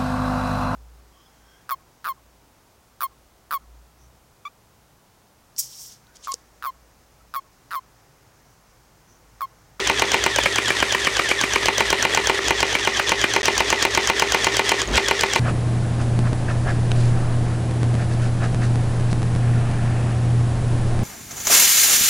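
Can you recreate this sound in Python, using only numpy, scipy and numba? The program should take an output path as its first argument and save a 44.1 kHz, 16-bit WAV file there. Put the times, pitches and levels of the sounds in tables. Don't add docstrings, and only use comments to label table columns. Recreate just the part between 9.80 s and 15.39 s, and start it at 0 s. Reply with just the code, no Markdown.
import sys
import numpy as np
from scipy import signal
from scipy.fft import rfft, irfft
from scipy.io import wavfile
from scipy.ndimage import uniform_filter1d
from numba import njit

SR = 44100
rng = np.random.default_rng(int(sys.argv[2]) if len(sys.argv) > 2 else 0)


def log_audio(samples):
    frames = np.atleast_2d(samples).T
    limited = np.clip(frames, -1, 1)
    pcm = np.round(limited * 32767).astype(np.int16)
    wavfile.write(sys.argv[1], SR, pcm)


def nominal_scale(level):
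    x = np.asarray(level, float) / 20
    return 10 ** x


N = 246739
RING_S = np.arange(int(.04 * SR)) / SR


def level(x, db):
    return x * nominal_scale(db) / np.sqrt(np.mean(x ** 2))


def noise():
    return rng.standard_normal(N)


@njit
def svf(x, hz, width):
    y, b, l = np.empty(len(x)), 0., 0.
    for i in range(len(x)):
        g, k = np.tan(np.pi * hz[i] / SR), width / hz[i]
        v = (b + g * (x[i] - l)) / (1 + g * (g + k))
        b, l, y[i] = 2 * v - b, l + 2 * g * v, k * v
    return y


def band(x, hz, width_hz):
    return svf(x, hz + np.zeros(len(x)), float(width_hz))


def ring(push, modes):
    body = 0
    for hz, db, t60 in modes:
        decay = 1000. ** (-RING_S / np.clip(t60, .002, .03))
        body = body + nominal_scale(db) * np.sin(2 * np.pi * hz * RING_S) * decay
    return np.convolve(push, body)


def pushes(bounces):
    force = 0
    for ms, db, wide in bounces:
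        phase = np.clip((RING_S * 1000 - ms) / wide, 0, 1)
        force = force + nominal_scale(db) / wide * np.sin(np.pi * phase)
    return force


def burst(t60, rise=0.00014):
    swell = np.minimum(RING_S / rise, 1) ** 2
    decay = 1000. ** (-np.maximum(RING_S - rise, 0) / t60)
    return rng.standard_normal(len(RING_S)) * swell * decay


def add(out, s, sound, db, by=np.max):
    i = int(s * SR)
    out[i:i + len(sound)] += (sound * nominal_scale(db) / by(np.abs(sound)))[:N - i]


def walk(rate):
    k = int(SR / rate)
    steps = np.repeat(rng.standard_normal(N // k + 1), k)
    w = uniform_filter1d(uniform_filter1d(steps, k), k)[:N]
    return w / w.std()


def vibrate(hz):
    return np.sqrt(2) * np.sin(2 * np.pi * np.cumsum(hz) / SR)


def plateau(at, span, fall):
    return -fall * np.maximum(np.maximum(span[0] - at, at - span[1]), 0)


# change in seconds, time the slam was due in seconds.
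CUT_WINDUPS = [
    (2.590, 2.621),
    (5.030, 5.043),
]


def countdown(t):
    slams_due = [(row[0], row[0]) for row in EMPTY_SHOTS + LOADED_SHOTS]
    ends, due = np.transpose(sorted(slams_due + CUT_WINDUPS + [(5.685, 5.685)]))
    return 1000 * (due[np.searchsorted(ends, t)] - t)


def feeding(t):
    shots = [(row[0], 0) for row in EMPTY_SHOTS] + [(row[0], 1) for row in LOADED_SHOTS]
    return np.interp(t, *np.transpose(sorted(shots)))


def spring_strain(ms):
    wind_ms, let_go_ms = 100, 31
    return np.clip((wind_ms - ms) / (wind_ms - let_go_ms), 0, 1)


# frequency in Hz, density in dB per Hz.
GRIND_SPECTRUM = [(71, -65), (120, -20.5), (316, -6.5), (396, -4), (611, -7), (706, -11), (961, -7),
                  (1280, -7.5), (1610, -10.5), (1900, -1), (2280, -6), (6140, -9), (12900, -35),
                  (16500, -56)]
# start in seconds, level in dB, treble in dB,
# brush hiss in dB.
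HOLDS = [
    (0, -25, -38.5, -44),
    (.6, -25, -39, -42.5),
    (1.8, -24.5, -40.5, -42.5),
    (2.59, -25, -37, -45),
    (3.625, -25, -37, -44),
    (5.03, -26, -38, -45),
]


def grind(t):
    strain, feed, duck_db = spring_strain(countdown(t)), feeding(t), gust(t)[2]
    start_s, *held = np.transpose(HOLDS)
    now = np.maximum(np.searchsorted(start_s, t, "right") - 1, 0)
    low_db, top_db, brush_db = (column[now] for column in held)
    low_db = low_db + 2 * (strain - 1) - 1.06 * feed
    treble_db = 7 * (np.minimum(1.4 * strain, 1) - 1)
    top_db = top_db + treble_db + 6
    brush_db = brush_db + (.5 - .3 * feed) * treble_db - .6 * duck_db + 4

    hz = np.fft.rfftfreq(N, 1 / SR) + 1
    table_hz, table_db = np.transpose(GRIND_SPECTRUM)
    colour = nominal_scale(np.interp(np.log(hz), np.log(table_hz), table_db))
    low_share = 1 / (1 + (hz / 4800) ** 6)
    airy = 1 / (1 + (7600 / hz) ** 8)
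    teeth = nominal_scale(1.1 * walk(75) + 1.7 * walk(500))

    def rub(share):
        return level(irfft(rfft(noise() * teeth) * colour * share, N), 0)

    low = rub(low_share)
    top = rub((1 - low_share) * (1 - airy))
    brush = rub(airy / (1 + (hz / 13000) ** 4))
    return nominal_scale(low_db) * low + nominal_scale(top_db) * top + nominal_scale(brush_db) * brush


def whine(hz, width_hz, pure):
    tone = vibrate(hz * (1 + .014 * walk(300)))
    rough = level(band(band(noise(), hz, width_hz), hz, width_hz), 0)
    return pure * tone + np.sqrt(1 - min(pure, 1) ** 2) * rough


def cylinder(t):
    ms = countdown(t)
    pipe_hz = 1421.5 + 7.0 * ms
    first_db = np.maximum(plateau(ms, (26, 70), .55), -18)
    second_db = np.maximum(plateau(ms, (6.5, 46.5), .55), -18)
    throb = nominal_scale(2.5 * np.sin(2 * np.pi * np.cumsum(76 + 8 * walk(20)) / SR))
    first = throb * whine(pipe_hz, 220, pure=.85)
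    second = throb * whine(1150 + 1.28 * pipe_hz, 440, pure=.4)
    pipe_db = -31 + 1.8 * feeding(t) + gust(t)[2]
    return nominal_scale(pipe_db) * (nominal_scale(first_db + 0.9) * first + nominal_scale(second_db + 2.1) * second)


def shaft(t):
    ms = countdown(t)
    fastest_ms, cycle_ms = 55, 123
    cog_at_ms, cog_ms = 97.5, 22.2
    hz = 395 + 10 * np.cos(2 * np.pi * (ms - fastest_ms) / cycle_ms)
    strain_db = -14.5 * spring_strain(ms) ** 2.8
    cog_db = 4 * np.cos(2 * np.pi * (ms - cog_at_ms) / cog_ms)
    tone = vibrate(hz * (1 + 0.003 * walk(40))) * nominal_scale(0.95 * walk(60))
    return nominal_scale(-33 - 4 * feeding(t) + strain_db + cog_db + gust(t)[2] + 2.5) * tone


def gearbox(t):
    return nominal_scale(gust(t)[2]) * (grind(t) + cylinder(t) + shaft(t))


# frequency in Hz, rms level in dB.
FAR_HUM = [(59.2, -42), (107.7, -44)]


def yard(t):
    drone = 0
    for hz, db in FAR_HUM:
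        tone = vibrate(hz * (1 + 0.04 * walk(14))) * nominal_scale(1.7 * walk(14))
        drone = drone + level(tone, db + 1.0)
    air = level(band(band(noise(), 55, 60), 55, 60), -48)
    ducked = np.clip((countdown(t) - 28) / (104 - 28), 0, 1)
    pump = nominal_scale(uniform_filter1d(-10.5 * ducked, size=400) + 3.5)
    return pump * (drone + air)


# time in
# seconds, snap in dB.
SOFT_RELEASES = [(0.5606, -0.5), (0.6357, -11), (0.758, -4), (0.8813, -11), (1.0023, -14), (1.123, -3),
                 (1.247, -12), (1.368, -7), (1.49, -10), (1.6124, -2), (1.7349, -4), (2.9273, -15),
                 (3.172, -12), (3.4145, -7.5), (5.017, -6)]
# frequency in Hz, level in dB, decay t60 in seconds.
CATCH_MODES = [(3560, 6, 0.0017), (4600, 9, 0.0025), (5960, 11, 0.0025), (6840, -4.5, 0.012),
               (8610, -12, 0.017), (10100, -84, 0.0016)]
# time in seconds, frequency in Hz, peak in dB.
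LOOSE_TICKS = [
    (4.997, 3330, -15),
    (5.074, 6600, -22),
    (5.133, 3970, -19),
    (5.138, 1500, -16),
    (5.169, 7800, -13),
    (5.175, 4800, -9),
    (1.512, 2580, -34),
    (3.243, 2040, -43),
]


def clicks():
    out, energy = np.zeros(N), np.linalg.norm
    knock_modes = [(hz, 0, .012) for hz, _, _ in SHELL_MODES[1:9]]
    for s, db in [row[1:] for row in EMPTY_SHOTS] + SOFT_RELEASES:
        snap = band(ring(burst(.016, rise=.0001), CATCH_MODES), 6200, 4500)
        add(out, s, snap, 7 + 0.46 * db, energy)
        sparkle = band(band(burst(0.004, rise=.0001), 14700, 5000), 14700, 5000)
        add(out, s, sparkle, -14 + db, energy)
        knock = band(ring(burst(0.021, rise=0.00096), knock_modes), 1340, 2600)
        add(out, s, knock, 4 + 0.34 * db, energy)
    for s, hz, db in LOOSE_TICKS:
        add(out, s, ring(burst(0.0035, rise=0.0013), [(hz, 0, .012)]), db)
    return out


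# slam in seconds, release in seconds, snap in dB.
EMPTY_SHOTS = [(0.098, .0729, -1), (0.221, .195, -3), (0.343, .3173, -2), (0.463, .4388, -1),
               (1.884, 1.8571, 0), (2.006, 1.9804, 2), (2.128, 2.1029, 2), (2.251, 2.2254, 0.5),
               (2.374, 2.3476, 2), (2.497, 2.4709, 1), (2.707, 2.6824, -3), (2.829, 2.8044, -4),
               (3.074, 3.049, -15), (3.319, 3.2928, -2), (3.563, 3.5364, -5), (3.682, 3.6558, 1),
               (3.805, 3.7785, 2), (3.927, 3.9023, 2), (4.051, 4.0256, 3), (4.175, 4.149, 0),
               (4.299, 4.2732, -1), (4.422, 4.3961, 3), (4.546, 4.5211, 0), (4.669, 4.6441, 1.5),
               (4.794, 4.768, 1), (4.918, 4.892, 2), (5.179, 5.1561, -10), (5.311, 5.2837, 0),
               (5.435, 5.4093, -1), (5.56, 5.5343, -3)]
# frequency in Hz, level in dB, decay t60 in seconds.
SHELL_MODES = [(378, -38, 0.09), (565, -12, 0.039), (794, -5.5, 0.0086), (901, 1.5, 0.013),
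               (1130, -3.5, 0.012), (1493, -3, 0.029), (1844, -4, 0.026), (2150, 1, 0.021),
               (2410, 7, 0.011), (2816, -2.5, 0.02), (4080, -5, 0.017), (6100, -46, .006)]
# delay in ms, force in dB, contact in ms.
PISTON_BOUNCES = [(0, 8, 0.067), (0.725, -1, .16), (1.804, 2.5, 0.22), (2.835, 4.5, 0.31),
                  (3.775, -3.5, 0.33), (4.454, -13, 0.17), (5.437, -6, 0.12), (6.17, 2, 0.41),
                  (11.47, -1.5, 0.87), (15.9, -13, 0.18), (24.74, -3.5, 0.73)]


def empty_slams():
    out, energy = np.zeros(N), np.linalg.norm
    for s, *_ in EMPTY_SHOTS:
        scatter = rng.standard_normal(len(PISTON_BOUNCES))
        bounces = [(ms + .008 * e, db + .5 * e, wide) for (ms, db, wide), e in zip(PISTON_BOUNCES, scatter)]
        add(out, s + .0001, ring(pushes(bounces), SHELL_MODES), 5.5)
        add(out, s + .0001, band(burst(0.0094), 2800, 4200), -11.5)
        add(out, s, band(burst(0.013), 8400, 4000), -22.5)
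        thump_modes = [(334, 3.5, 0.035), (388, -3.0, 0.032), (500, -4, .025)]
        thump = ring(pushes([(0, 0, 0.79), (3, 0, 0.85)]), thump_modes)
        add(out, s + .001, thump, 3.5, energy)
        rattle = ring(burst(.012, rise=0.00093), [(3080, 0, 0.009)])
        add(out, s + 0.016, rattle, -7, energy)
    return out


# time in seconds, peak in dB, pop in Hz, thud in Hz.
LOADED_SHOTS = [(0.587, -6, 960, 940), (0.66, -3, 2150, 519), (0.785, -6.5, 1140, 385),
                (0.905, -1.5, 2300, 382), (1.027, -1, 1633, 510), (1.149, -4, 1210, 521),
                (1.272, -2, 1130, 828), (1.394, -1.5, 1210, 376.4), (1.515, -7, 1140, 450),
                (1.639, -9, 2355, 378), (1.76, -2.5, 1130, 565), (2.953, -7, 2360, 415),
                (3.197, -3, 2370, 388), (3.442, 0.5, 2030, 391)]
# time in seconds, peak in dB, pop in Hz, thud in Hz.
SHOT_TAIL = (2.591, -4, 2060, 387)


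def loaded_slams():
    out = np.zeros(N)
    shots = [(row, -9.5) for row in LOADED_SHOTS] + [(SHOT_TAIL, -23)]
    for (s, db, pop_hz, thud_hz), squeak_db in shots:
        gaps = rng.random((3, 2))
        knock_ms = np.cumsum(.5 + 1.6 * gaps[:, 0])
        knocks = pushes([(ms, -6 * soft, .2 + .15 * soft) for ms, soft in zip(knock_ms, gaps[:, 1])])
        pop_modes = [(pop_hz, 2, .008), (1750, -2, .007), (1200, 0, .008), (thud_hz, -2, .012), (2600, -3, .006)]
        add(out, s - .001, ring(knocks, pop_modes), db)
        thud_modes = [(thud_hz, 0, .02), (400, -3, .03), (540, 1, .02), (310, -7, .03), (170, -3, .03)]
        add(out, s - .001, ring(burst(0.0086, rise=0.00083), thud_modes), 5, np.linalg.norm)
        add(out, s - .004, band(burst(.03, rise=0.00296), 9600, 6000), squeak_db - 14)
        squeak_modes = [(2310, 15.5, 0.011), (2820, 12.7, 0.0042), (1860, 13.7, 0.009), (4540, 4.3, 0.0039)]
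        add(out, s - .005, ring(burst(0.04, rise=0.004), squeak_modes), squeak_db + 5)
        add(out, s + 0.013, ring(burst(0.016, rise=0.0014), [(2400, 0, 0.01)]), squeak_db - 8.5)
    return out


def gust(t):
    from_s, crest_s, break_s, drop_db_per_s = 5.034, 5.166, 5.18, 2000
    swell = np.minimum((t - from_s) / (crest_s - from_s), 1)
    rumble_db = -21 - 24 * (1 - swell) ** 3.0 + plateau(t, (0, crest_s), drop_db_per_s)
    hiss_db = -11 + plateau(t, (break_s, N), 430) + plateau(t, (0, break_s), drop_db_per_s)
    duck_db = np.minimum(-5.5 - plateau(t, (5.05, 5.128), 300), 0)
    return rumble_db, hiss_db, duck_db


def wind(t):
    rumble_db, hiss_db, _ = gust(t)
    eddies = level(band(band(noise(), 150, 430), 250, 1300), -3)
    rumble = vibrate(60 + 14 * walk(50)) + eddies
    hiss = level(band(band(band(noise(), 2300, 3300), 2300, 3000), 2600, 6000), -1.6)
    return rumble * nominal_scale(rumble_db) + hiss * nominal_scale(hiss_db)


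def scene():
    t = np.arange(N) / SR
    bass_cut = signal.butter(2, 210, "high", fs=SR, output="sos")
    hits = signal.sosfilt(bass_cut, clicks() + empty_slams() + loaded_slams())
    fence = band(np.convolve(hits, burst(.12, rise=.015))[:N], 1500, 2500)
    sound = hits + level(fence, -35.5) + gearbox(t) + yard(t) + wind(t)
    return np.array([sound, sound])


def roll_off(x):
    return signal.sosfilt(signal.butter(12, 16810, fs=SR, output="sos"), x)


# start in seconds, end in seconds.
DROPOUT = (3.6185, 3.6305)


def record(dry):
    t = np.arange(N) / SR
    outside_s = np.maximum(DROPOUT[0] - t, t - DROPOUT[1])
    gap = np.clip(outside_s / 0.00033, .004, 1)
    hiss = level(band(noise(), 15000, 5000), -67.0)
    thin = signal.sosfilt(signal.butter(4, 44, "high", fs=SR, output="sos"), dry + hiss)
    squashed = thin / (1 + np.abs(thin / .58) ** 8) ** (1 / 8)
    dull = signal.sosfilt(signal.ellip(8, .2, 32, 15850, fs=SR, output="sos"), squashed)
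    return roll_off(dull * gap)


dry = scene()
out = record(dry)
log_audio(out)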